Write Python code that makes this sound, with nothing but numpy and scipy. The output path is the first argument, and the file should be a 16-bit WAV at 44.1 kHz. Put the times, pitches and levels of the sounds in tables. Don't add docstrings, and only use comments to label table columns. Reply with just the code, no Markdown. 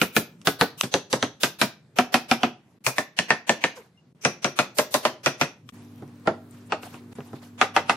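import sys
import numpy as np
from scipy import signal
from scipy.fft import rfft, irfft
from scipy.io import wavfile
from scipy.ndimage import uniform_filter1d

SR = 44100
rng = np.random.default_rng(int(sys.argv[2]) if len(sys.argv) > 2 else 0)


def undo_db(level):
    steps = np.asarray(level, float) / 20
    return 10 ** steps


def int16_out(signal):
    q = np.round(np.clip(np.atleast_2d(signal).T, -1, 1) * 32767)
    wavfile.write(sys.argv[1], SR, q.astype(np.int16))


N = 351036
LEAD = 600

# start in seconds, end in seconds.
VIEWS = [
    (0, .8137),
    (.833, 2.787),
    (2.805, 4.129),
    (4.148, 5.70),
    (5.722, 7.133),
    (7.152, 8),
]
# level in dB; the further the work stands, the wetter.
VIEW_ROOM_DB = [-30, -29, -29, -28, -29, -30]
VIEW_AIR_DB = [-52.5, -55.5, -58.5, -55, -50, -51.5]
VIEW_LAG = [0, 0, 3, 4, 0, 0]

# frequency in Hz, density in dB per Hz.
AIR_TONE = [(18, -77), (30, -56), (116, -1.5), (253, -10), (286, -16.5), (333, -13), (397, -20.5),
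            (1580, -30), (12000, -45.5), (15600, -77), (22000, -120)]
# frequency in Hz, density in dB per Hz.
MACHINE_TONE = [(18, -79), (30, -52), (72, -46), (98, -7.5), (165, -3), (239, -20.5), (437, -11),
                (526, -25), (1350, -29), (5900, -42.5), (16000, -45.5)]
# frequency in Hz, level in dB.
HUM = [(103, -50), (204.6, -67), (240.5, -47), (289.5, -54.5)]
# start in seconds, level in dB.
CLINKS = [(5.849, -62), (5.92, -66), (5.959, -57), (5.981, -63.5), (6.033, -63), (6.078, -58), (6.117, -66),
          (6.157, -63), (6.198, -63)]
# frequency in Hz, level in dB, t60 in seconds.
CLINK_MODES = [(5840, 1.5, 0.012), (8700, -1, .01), (10100, -6, .01), (12400, 5, 0.013), (13500, -2, .01),
               (15300, -1.5, .01)]
# start in seconds, length in seconds, level in dB.
SLIDES = [(3.753, 0.078, -49), (5.73, 0.24, -61), (5.966, 0.1, -71), (6.073, 0.033, -67),
          (6.511, 0.41, -63), (6.819, 0.1084, -46.5), (6.927, 0.061, -52.5), (7.112, 0.27, -59.5),
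          (7.245, 0.1, -61), (7.348, 0.039, -53), (7.414, 0.094, -55.5)]
# frequency in Hz, density in dB per Hz.
SLIDE_TONE = [(500, -13.5), (900, -10), (2000, -17.5), (4000, -20.5), (8000, -24.5), (13000, -25),
              (16000, -36.5)]
# start in seconds, length in seconds, start pitch in Hz, end pitch in Hz,
# level in dB, overtone level in dB.
SQUEAKS = [
    (3.771, 0.041, 545, 408, -40, -24),
    (3.943, 0.052, 2100, 2090, -73.5, -60),
    (3.973, 0.026, 2800, 2810, -57.5, -75),
]

# start in seconds, 500-1600 Hz level in dB, knock in dB, crack in dB,
# click pitch in Hz.
POST = [
    (0.015, -10.5, -1, -17.5, 2700),
    (0.1648, -9.5, -3, -14, 2680),
]
POST_TOP = [
    (0.4715, -9.5, -5.5, -12.5, 3700),
    (0.611, -7, -5, -20, 4000),
]
RAIL = [
    (0.824, -20.5, 8, 4, 2320),
    (0.9397, -11, -5, -8.5, 3640),
    (1.226, -13, -4, -12, 3620),
]
RAIL_EDGE = [
    (1.128, -12, -9, -9.5, 4100),
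]
RAIL_END = [
    (1.4332, -12.5, -2, -8, 2400),
    (1.6143, -10.5, -2.6, -14, 1400),
]
FAR_END = [
    (1.986, -5.5, -8, -20, 1500),
    (2.1417, -5, -6.5, -19.5, 1550),
    (2.313, -5.5, -6.5, -18.5, 1550),
    (2.4325, -7.5, -8, -26, 2500),
]
MIDDLE = [
    (2.8648, -12.5, -1.5, -7.5, 2540),
]
MIDDLE_LOW = [
    (2.982, -12, -4, -15.5, 2000),
    (3.3045, -7, -1.5, -20.5, 1950),
]
NEAR_END = [
    (3.1887, -17, 6, -6, 2500),
    (3.4937, -8, -4.5, -13, 2450),
    (3.6392, -12.5, 2.5, -14.5, 2300),
]
BACK = [
    (4.2494, -10.5, -3, -6.5, 2380),
    (4.444, -12, -6.5, -10, 2390),
    (5.26, -10.5, -5, -10, 2500),
]
BACK_SQUARE = [
    (4.5888, -8, -7, -16, 2500),
    (5.4124, -9.5, -5.5, -13.5, 2670),
]
SLAT = [
    (4.785, -6.5, -13.5, -14.5, 4000),
    (4.941, -7.5, -13, -13.5, 3500),
]
SLAT_SQUARE = [
    (5.0516, -6.5, -11, -22, 2600),
]
PALM = [
    (6.2725, -5, -21, -38, 1050),
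]
TAP = [
    (6.022, -35, -27, -32, 930),
    (7.184, -32, -26, -36, 700),
    (7.331, -31, -27, -30, 810),
]
DROP = [
    (6.7216, -10.5, -11.5, -30, 1270),
]
STILE = [
    (7.6132, -3, -9.5, -25.5, 1420),
    (7.7638, -3.5, -11.5, -26, 1490),
    (7.8953, -4, -10, -26, 1500),
]
# start in seconds, level in dB, knock in dB, crack in dB,
# left minus right in dB.
TICKS = [
    (0.415, -52, 2, 1, 1),
    (0.8107, -11, -3, -7, 2),
    (2.77, -77.5, -6, -17.5, -4),
    (5.69, -37.5, -3.5, -8.5, 6.5),
    (6.51, -62.5, -44, 9.5, 13.5),
    (7.127, -55, 0, -27, -11),
    (7.205, -33.5, -11, -44, 2),
]
# start in seconds, level in dB, knock in dB, crack in dB, left minus right in dB.
PATS = [
    (6.832, -32.5, -4.5, -43, 0.1),
    (6.942, -33.5, -8.5, -31.5, -0.5),
]

# frequency in Hz, level in dB, t60 in seconds.
POST_MODES = [(189, -9.5, 0.055), (238, 0, 0.06), (300, -6.5, .07), (447, -8, 0.05), (554, -7.5, 0.033),
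              (632, -3, 0.086), (724, -4.5, .07), (920, -16, 0.092), (1385, 2.5, .07), (1448, -9, .07),
              (1726, -3, .08), (2450, -1.5, .085), (2960, -7, .04)]
POST_TOP_MODES = [(177, 5, 0.039), (282, -5, 0.14), (413, -6.5, 0.045), (494, -8, 0.12), (580, -9.5, .12),
                  (713, -2, 0.13), (850, -2.5, .06), (1264, -2.5, .06), (1390, -7, 0.076), (1489, -1, 0.12),
                  (1605, -7, 0.052), (1700, -7, 0.078), (2460, -11.5, .08)]
RAIL_MODES = [(128.3, -6, .2), (186, -2, .07), (253, -1, 0.1), (313.7, -3.5, .07), (390, -1, .1),
              (540, 6, 0.068), (603, -2.5, 0.13), (713, -7.5, 0.1), (772, -2.5, 0.063), (833, -3, 0.088),
              (940, -4.5, 0.13), (1058, -5, 0.18), (1315, -8, 0.16), (1570, -4, 0.074)]
RAIL_END_MODES = [(135, -4, 0.16), (217, 0.5, 0.084), (289.7, 2.5, 0.088), (386, -4.5, .12),
                  (650, -3.5, 0.061), (684, -3, 0.14), (770, 4.5, 0.046), (981, 0, 0.14), (1242, 1, .07),
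                  (1570, -1, 0.099), (2420, -3, 0.09), (2580, -4.5, 0.075), (3211, -13, 0.044)]
FAR_MODES = [(137.5, -11, 0.17), (238, 1.5, 0.11), (247.6, -6.5, 0.14), (358, -11.5, .15),
             (611, -13.5, .18), (659, -4.5, 0.11), (730, 6, 0.075), (921, -8, 0.13), (980, -0.5, .07),
             (1300, -3, 0.09), (1487, -9, .05), (1890, -9, .06), (2460, -5, .12), (2670, -6.5, 0.044)]
MIDDLE_MODES = [(131.6, 8, 0.18), (264, -4, 0.18), (482, -6, 0.074), (620, -9, 0.096), (618, 1, 0.047),
                (853, -14.5, 0.06), (850, -9, 0.031), (913, 3.5, 0.065), (1380, 10, 0.035),
                (1945, -11.5, 0.045), (2310, -14, 0.086), (2452, -8.5, 0.053), (2520, 13, 0.04)]
NEAR_MODES = [(146.5, -11, 0.12), (232.5, -2, 0.075), (286, -4, 0.086), (500, -3, 0.05), (610, 4, 0.055),
              (640, -6.5, 0.07), (758, 1, 0.087), (950, 5.5, 0.04), (1280, -8.5, 0.033), (1370, -22, 0.13),
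              (1684, -3, 0.063), (1790, 7, 0.14), (1900, -1.5, 0.05), (2510, -4.5, 0.055)]
BACK_MODES = [(142.2, -4, 0.16), (253, 0, 0.088), (353.6, -2.5, 0.12), (452, -8, 0.11), (555, -7.5, 0.18),
              (599, 4, 0.11), (700, 2.5, 0.071), (968, -2, 0.08), (1115, -6.5, 0.047), (1245, 5, 0.025),
              (1370, 4, 0.076), (1898, -4, 0.21), (2440, 1.5, 0.1), (2640, -1.5, 0.09)]
SLAT_MODES = [(139, -14, 0.16), (236.3, -7.5, 0.075), (325, -14.5, 0.117), (462, -2.5, 0.09),
              (596, -7.5, 0.11), (610, 5.5, 0.105), (713, -4, .09), (858, -16, 0.049), (890, -17, 0.072),
              (1030, -2.5, 0.09), (1140, -11, .1), (1256, -6, 0.058), (1740, -32, 0.095), (2630, -14, 0.17)]
PALM_MODES = [(160, -7, 0.059), (203, 1.5, 0.049), (330, 4, 0.04), (536, -19, .06), (644, -2, 0.1),
              (706, -11, .1), (796, 1, 0.077), (940, -1.5, 0.056), (1232, -23, 0.041), (1370, 1.5, .06),
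              (1900, -9, 0.034)]
TAP_MODES = [(138, -1, 0.12), (242, 3, 0.049), (337, 0, 0.06), (403, 0.5, .06), (686, -5, .05),
             (780, -7, .08), (1320, -5, 0.035)]
DROP_MODES = [(445, -6, .06), (633, -4.5, 0.14), (804, -0.5, 0.16), (875, -1, 0.11), (974, 0, 0.068),
              (1250, 1, 0.077), (1500, -1, 0.045), (2600, 2, 0.06), (2980, -7, 0.063), (4350, -8, 0.06)]
STILE_MODES = [(255, -13.5, .14), (376, -17, 0.24), (600, -6, 0.11), (700, -9.5, .18), (783, 3.5, .1),
               (823, -4, 0.11), (900, 0.5, .11), (1130, -9, .06), (1220, 3.5, 0.08), (1350, -3, .06),
               (1547, -6.5, .07), (2040, -8, 0.3), (2600, -3, .05)]
PLACES = dict(
    post=(POST, POST_MODES), top=(POST_TOP, POST_TOP_MODES),
    rail=(RAIL, RAIL_MODES), edge=(RAIL_EDGE, RAIL_MODES), end=(RAIL_END, RAIL_END_MODES),
    far=(FAR_END, FAR_MODES), middle=(MIDDLE, MIDDLE_MODES), low=(MIDDLE_LOW, NEAR_MODES),
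    near=(NEAR_END, NEAR_MODES), back=(BACK, BACK_MODES), square=(BACK_SQUARE, BACK_MODES),
    slat=(SLAT, SLAT_MODES), flat=(SLAT_SQUARE, SLAT_MODES),
    palm=(PALM, PALM_MODES), tap=(TAP, TAP_MODES), drop=(DROP, DROP_MODES), stile=(STILE, STILE_MODES))
# left minus right in dB, click in dB,
# ring in dB, extra top in dB.
CONTACT = dict(post=(.2, 25, 6.7, 8), top=(.2, 25, 4.5, 7), rail=(.2, 28.5, 4.5, -4),
           edge=(.2, 19, 4.5, -4), end=(.2, 19, 5, 3), far=(.1, 26, 10.5, 3.5), middle=(1.1, 22, 7.3, .1),
           low=(.6, 32, 7.5, .1), near=(0.2, 33.5, 7, -5.5), back=(.7, 18, 6, -1.1),
           square=(.7, 18.5, 6, -1.1), slat=(.6, 17.5, 8, 3), flat=(.6, 23, 8, .2),
           palm=(-.2, 14, 8.5, 1.1), tap=(-1.1, 15, 9, 0.4), drop=(0.8, 18.5, 9.5, -14),
           stile=(0.092, 27, 7.5, -2.1))
# bass lag in seconds,
# low knock pitch in Hz, low knock in dB, mallet face in dB.
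PATH = dict(post=(.0006, 860, -5, -22), top=(.0004, 1000, 1.5, -16), rail=(.0015, 1650, 0.2, -1.5),
        edge=(.003, 1000, -15, 1.5), end=(.0008, 2300, -4, -12), far=(.0012, 2400, -4, -7),
        middle=(.0015, 1400, -6, -8), low=(.0008, 800, -7, -15), near=(.0004, 850, -5, -13),
        back=(.003, 800, -8, 9), square=(.0006, 1100, 6, 5), slat=(.0025, 800, -3, -4),
        flat=(.0005, 1010, 7, -12), palm=(.0025, 600, -8, -30), tap=(.001, 400, -8, -30),
        drop=(.0004, 850, -5, -15), stile=(.0006, 780, -7, -20))
PLACE_THUD_DB = dict(post=-18.5, top=-21.5, rail=-20.5, edge=-20.5, end=-21.5, far=-20.5, middle=-29.5, low=-29.5, near=-24.5, back=-23.5, square=-23.5, slat=-28.5, flat=-28.5, palm=-22.5, tap=-21.5, drop=-31.5, stile=-33)
# frequency in Hz, density in dB per Hz.
RATTLE = [(24, -49), (40, -26.5), (209, -2.5), (363, -4), (733, -4.5), (1090, -7.5), (1810, -7),
          (2000, -11), (2440, -13), (11300, -35), (16000, -45)]
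# frequency in Hz, t60 in seconds.
RATTLE_T60 = [(60, 0.12), (250, 0.11), (1000, 0.11), (3000, 0.094), (8000, 0.14), (14000, 0.21)]
# low edge in Hz, high edge in Hz.
REGISTERS_HZ = [(100, 400), (500, 1600), (1800, 4600), (5000, 12000)]
REGISTER_TRIM_DB = [1.5, -7, -1.5, 0.5]

# frequency in Hz, level in dB, t60 in seconds.
ROOM = [(100, -28.5, .6), (300, -10.5, 0.3), (1000, -16, 0.31), (2710, -11, 0.29), (6100, -4, 0.25),
        (9700, -24, 0.037), (15000, -27, .2)]
# frequency in Hz, left-right correlation.
LIKENESS = [(40, 0.23), (120, 1), (500, 0.94), (1000, 0.79), (2000, 0.15), (4000, 0.3), (12000, 0.064)]
# frequency in Hz, noise level in dB.
GRAIN = [(100, -23), (500, -12.5), (1500, -16.5), (4000, -10.5), (8000, -7), (14000, 1.5)]
# frequency in Hz, dB against the mid band, dB against the neighbours.
MASK = [(6000, -60, -40), (8000, -31, -8), (10000, -25, -2), (12500, -21, 1), (14000, -15, 2),
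        (15300, -12, 4), (16200, -8, 9)]


def read(table, hz, column=1):
    table = np.array(table, float)
    return np.interp(np.log(np.maximum(hz, 1)), np.log(table[:, 0]), table[:, column])


def fade(t, t60):
    return np.exp(-np.log(1000) * t / t60)


def add(out, s, sound):
    start = int(s * SR)
    out[:, start:start + sound.shape[1]] += sound


def pair(size):
    hz = np.fft.rfftfreq(size, 1 / SR)
    like = np.clip(read(LIKENESS, hz), 0, 1)
    mid, side = rfft(rng.standard_normal((2, size)))
    sides = np.array([[1], [-1]])
    return hz, np.sqrt((1 + like) / 2) * mid + np.sqrt((1 - like) / 2) * side * sides


def banded(size, shape):
    hz, noise = pair(size)
    octave = np.log2(np.maximum(hz, 1))
    out = 0
    for centre in np.arange(11, 29) / 2:
        band = np.clip(1 - 2 * abs(octave - centre), 0, 1)
        out = out + shape(2 ** centre) * irfft(noise * band, size)
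    return out


def steady(tone, flicker_db, rate):
    knots = np.arange(0, N, SR // rate)

    def shape(hz):
        flicker = np.interp(np.arange(N), knots, rng.standard_normal(len(knots)))
        return undo_db(read(tone, hz) + flicker_db * flicker)

    x = banded(N, shape)
    return x / x.std()


def background(t, running):
    machine = steady(MACHINE_TONE, flicker_db=2.0, rate=9)
    air = steady(AIR_TONE, flicker_db=3, rate=14)
    view = np.searchsorted(np.array(VIEWS)[1:, 0], t)
    return np.where(running, machine, air) * undo_db(np.array(VIEW_AIR_DB)[view])


def machine_hum(t):
    waver_db, waver_rad, hop = 5, 1, 441
    waver = uniform_filter1d(rng.standard_normal((len(HUM), N // hop + 1)), size=16, axis=1)
    waver = waver.repeat(hop, axis=1)[:, :N]
    out = np.zeros(N)
    for (hz, db), w in zip(HUM, waver):
        phase = 2 * np.pi * hz * t + waver_rad * uniform_filter1d(w, size=hop)
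        out += undo_db(db + 1.5 + waver_db * w) * np.sin(phase)
    return out


def clinks():
    out, t = np.zeros((2, N)), np.arange(SR // 20) / SR
    hz, db, t60 = np.array(CLINK_MODES).T[:, :, None]
    for s, level_db in CLINKS:
        luck = rng.standard_normal((2, len(hz), 1))
        level = undo_db(level_db + db + 3.5 * luck)
        add(out, s, np.sum(level * fade(t, t60) * np.sin(2 * np.pi * hz * t), axis=1))
    return out


def sliding_hands(t):
    attack_s, sag_db = 0.016, -16
    level = np.zeros(N)
    for s, length, db in SLIDES:
        sag = sag_db * np.maximum(t - s, 0) / length
        level += undo_db(db + sag) * np.clip((t - s) / attack_s, 0, 1)
    return undo_db(8.0) * level * steady(SLIDE_TONE, flicker_db=4.0, rate=81)


def workshop():
    t = np.arange(N) / SR
    running = t > VIEWS[4][0]
    return background(t, running) + machine_hum(t) * running + clinks() + sliding_hands(t)


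def squeaks():
    out = np.zeros(N)
    for s, length, from_hz, to_hz, db, over_db in SQUEAKS:
        part = np.arange(int(length * SR)) / (length * SR)
        phase = 2 * np.pi * np.cumsum(from_hz + (to_hz - from_hz) * part) / SR
        stack = sum(undo_db(over_db * k * part) * np.sin((k + 1) * phase) for k in range(3))
        swell = np.minimum(8 * part, 1) * (1 - part) ** 0.26
        out[int(s * SR):int(s * SR) + len(part)] += undo_db(db) * stack * swell
    return out


def frame_ring(modes, t):
    early_db, early_t60_s, blur_share, hop = 1.5, .03, .022, 16
    hz, db, t60 = np.repeat(np.array(modes, float), 4, axis=0).T[:, :, None]
    detune, level_luck, skew_luck = rng.standard_normal((3, len(hz), 1))
    hz = hz * (1 + (.005 + .013 * np.minimum(hz / 2500, 1)) * detune)
    t60 = np.clip(t60, .02, .14)
    skew = 0.11 * skew_luck * np.sqrt(1 - np.clip(read(LIKENESS, hz), 0, 1))
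    early = 1 + undo_db(early_db) * fade(t, early_t60_s)
    swell = undo_db(db + 1.5 * level_luck) * fade(t, t60) * early * (1 - np.exp(-t * hz / 2.4))
    blur_hz = blur_share * hz * np.minimum(hz / 600, 1)
    step = np.sqrt(2 * np.pi * blur_hz * hop / SR) * rng.standard_normal((len(hz), len(t) // hop))
    wander = np.cumsum(step * (t[::hop] > 0), axis=1).repeat(hop, axis=1)
    wander = uniform_filter1d(wander, size=hop, axis=1)
    phase = 2 * np.pi * hz * t + wander
    return np.array([np.sum(swell * np.sin(phase + way * skew), axis=0) for way in (1, -1)])


def slat_rattle(t):
    def shape(hz):
        rise = 1 - np.exp(-t * min(hz, 3000) / 2.0)
        burst = undo_db(22.0 * min(hz / 2500, 1)) * fade(t, 0.0033)
        return undo_db(read(RATTLE, hz)) * rise * (fade(t, read(RATTLE_T60, hz)) + burst)

    return banded(len(t), shape)


def mallet_click(t, click_hz, low_hz, low_db, face_db):
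    length_s, fall, overtone_db, face_hz = .0027, 0.83, -12.5, 5850
    bounce_s, bounce_db = 0.0073, -16.5
    pitch_luck, face_luck, bounce_luck, delay_luck = rng.standard_normal(4)
    part = np.minimum(t / length_s, 1)
    turn = 2 * np.pi * click_hz * (1 + 0.0033 * pitch_luck) * t * (1 + fall * (.5 - part / 2))
    overtone = undo_db(overtone_db) * (1 - part) * np.sin(1.6 * turn)
    low_knock = undo_db(low_db) * np.sin(turn * low_hz / click_hz)
    face = undo_db(face_db) * (1 - part) * np.sin(2 * np.pi * face_hz * (1 + .04 * face_luck) * t)
    click = np.sin(np.pi * part ** 0.94) * (np.sin(turn) + overtone + low_knock + face)
    delay = int(bounce_s * SR * (1 + 0.13 * delay_luck))
    return click + undo_db(bounce_db + 2 * bounce_luck) * np.roll(click, delay)


def blow(modes, mid_db, thud_db, knock_db, crack_db, pan_db, click_db=26, ring_db=5.0, top_db=0,
         click_hz=2900, path=(.0002, 1000, 1.5, -8.0), size=12000):
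    t = np.maximum(np.arange(size) - LEAD, 0) / SR
    lag_s, low_hz, low_db, face_db = path
    ring, rattle = frame_ring(modes, t), slat_rattle(t)
    click = mallet_click(t, click_hz, low_hz, low_db, face_db)
    sound = rfft(undo_db(ring_db) * ring / ring.std() + undo_db(6.5) * rattle / rattle.std() + undo_db(click_db) * click)
    hz = np.fft.rfftfreq(size, 1 / SR)
    want_db = mid_db + np.array([thud_db, 0, knock_db, crack_db]) + REGISTER_TRIM_DB
    mono, peak = sound.mean(axis=0), []
    for low, high in REGISTERS_HZ:
        band = irfft(mono * (hz > low) * (hz < high), size)
        peak.append(uniform_filter1d(band ** 2, size=200).max())
    centres = np.sqrt(np.prod(REGISTERS_HZ, axis=1))
    colour = np.transpose([centres, want_db - 10 * np.log10(peak)])
    top = top_db * np.clip(hz / 5000 - 1.6, 0, 1.3)
    sound = sound * np.exp(-2j * np.pi * lag_s * 1500 * np.arctan(hz / 1500))
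    pan = undo_db(np.array([[pan_db], [-pan_db]]) / 2)
    return irfft(sound * undo_db(read(colour, hz) + top), size) * pan


def light_touches(out):
    for touches, thud_db in ((TICKS, -27), (PATS, -4)):
        for s, db, knock_db, crack_db, pan_db in touches:
            sound = blow(STILE_MODES, db, thud_db, knock_db, crack_db, pan_db)
            t = np.maximum(np.arange(sound.shape[1]) - LEAD, 0) / SR
            add(out, s, sound * fade(t, 0.09))


def mallet():
    thud_follows = 0.51
    out = np.zeros((2, N + SR))
    light_touches(out)
    for name, (blows, modes) in PLACES.items():
        for s, db, knock_db, crack_db, click_hz in blows:
            thud_db = PLACE_THUD_DB[name] + thud_follows * (db + 10.5) - db
            add(out, s, blow(modes, db, thud_db, knock_db, crack_db, *CONTACT[name], click_hz, PATH[name]))
    return out[:, LEAD:N + LEAD]


def echo(work, room_db):
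    blur_hz = 22
    t = np.arange(SR // 2) / SR
    size, mono = work.shape[1], work.mean(axis=0)

    def shape(hz):
        return undo_db(read(ROOM, hz) + room_db) * fade(t, read(ROOM, hz, column=2)) * np.minimum(t / 0.0024, 1)

    roam = np.cumsum(rng.standard_normal(size)) * np.sqrt(2 * np.pi * blur_hz / SR)
    roam = uniform_filter1d(roam, size=100)
    wet = 0
    for share in (np.cos(roam), np.sin(roam)):
        tail = banded(len(t), shape)
        wet = wet + signal.fftconvolve((share * mono)[None], tail, axes=1)[:, :size]
    return wet


def scene():
    work, back = mallet() + squeaks(), workshop()
    out = np.zeros((2, N))
    for (start, end), room_db, lag in zip(VIEWS, VIEW_ROOM_DB, VIEW_LAG):
        a, b = int(start * SR), min(int(end * SR), N)
        direct = np.array([work[0, a:b], work[1, a - lag:b - lag]])
        ramp = np.arange(b - a)
        edge = np.clip(np.minimum(ramp, ramp[::-1]) / 40, 0, 1)
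        out[:, a:b] = (direct + echo(work[:, a:b], room_db) + back[:, a:b]) * edge
    return out


def grain_and_thin(mix):
    block, shift, cut_hz = 2048, 762, 16290
    padded = np.pad(mix, ((0, 0), (shift, 0)))
    hz, _, lines = signal.stft(padded, SR, "cosine", nperseg=block)
    local = np.sqrt(uniform_filter1d(abs(lines) ** 2, size=24, axis=1))
    grain = undo_db(read(GRAIN, hz))[:, None] * local
    lines = lines + grain * np.exp(2j * np.pi * rng.random(lines.shape))
    body = abs(lines[:, (hz > 500) & (hz < 5000)]).mean(axis=(0, 1))
    bins, blocks = lines.shape[1:]
    luck = rng.standard_normal((bins // 32 + 1, blocks // 2 + 1))
    luck = np.kron(luck, np.ones((32, 2)))[:bins, :blocks]
    under_body = undo_db(read(MASK, hz))[:, None] * body
    under_near = undo_db(read(MASK, hz, column=2))[:, None] * local.mean(axis=0)
    heard = abs(lines).mean(axis=0) > undo_db(6 * luck) * np.maximum(under_body, under_near)
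    kept = lines * heard * (hz < cut_hz)[:, None]
    return signal.istft(kept, SR, "cosine", nperseg=block)[1][:, shift:shift + N]


def band_limit(x):
    return signal.sosfilt(signal.butter(12, 16290, fs=SR, output="sos"), x)


def record(dry):
    mic_hz = [87, 16600]
    heard = signal.sosfilt(signal.butter(2, mic_hz, "bandpass", fs=SR, output="sos"), dry)
    soft = np.tanh(0.85 * heard) / 0.95
    mix = grain_and_thin(soft)
    return band_limit(mix)


dry = scene()
out = record(dry)
int16_out(out)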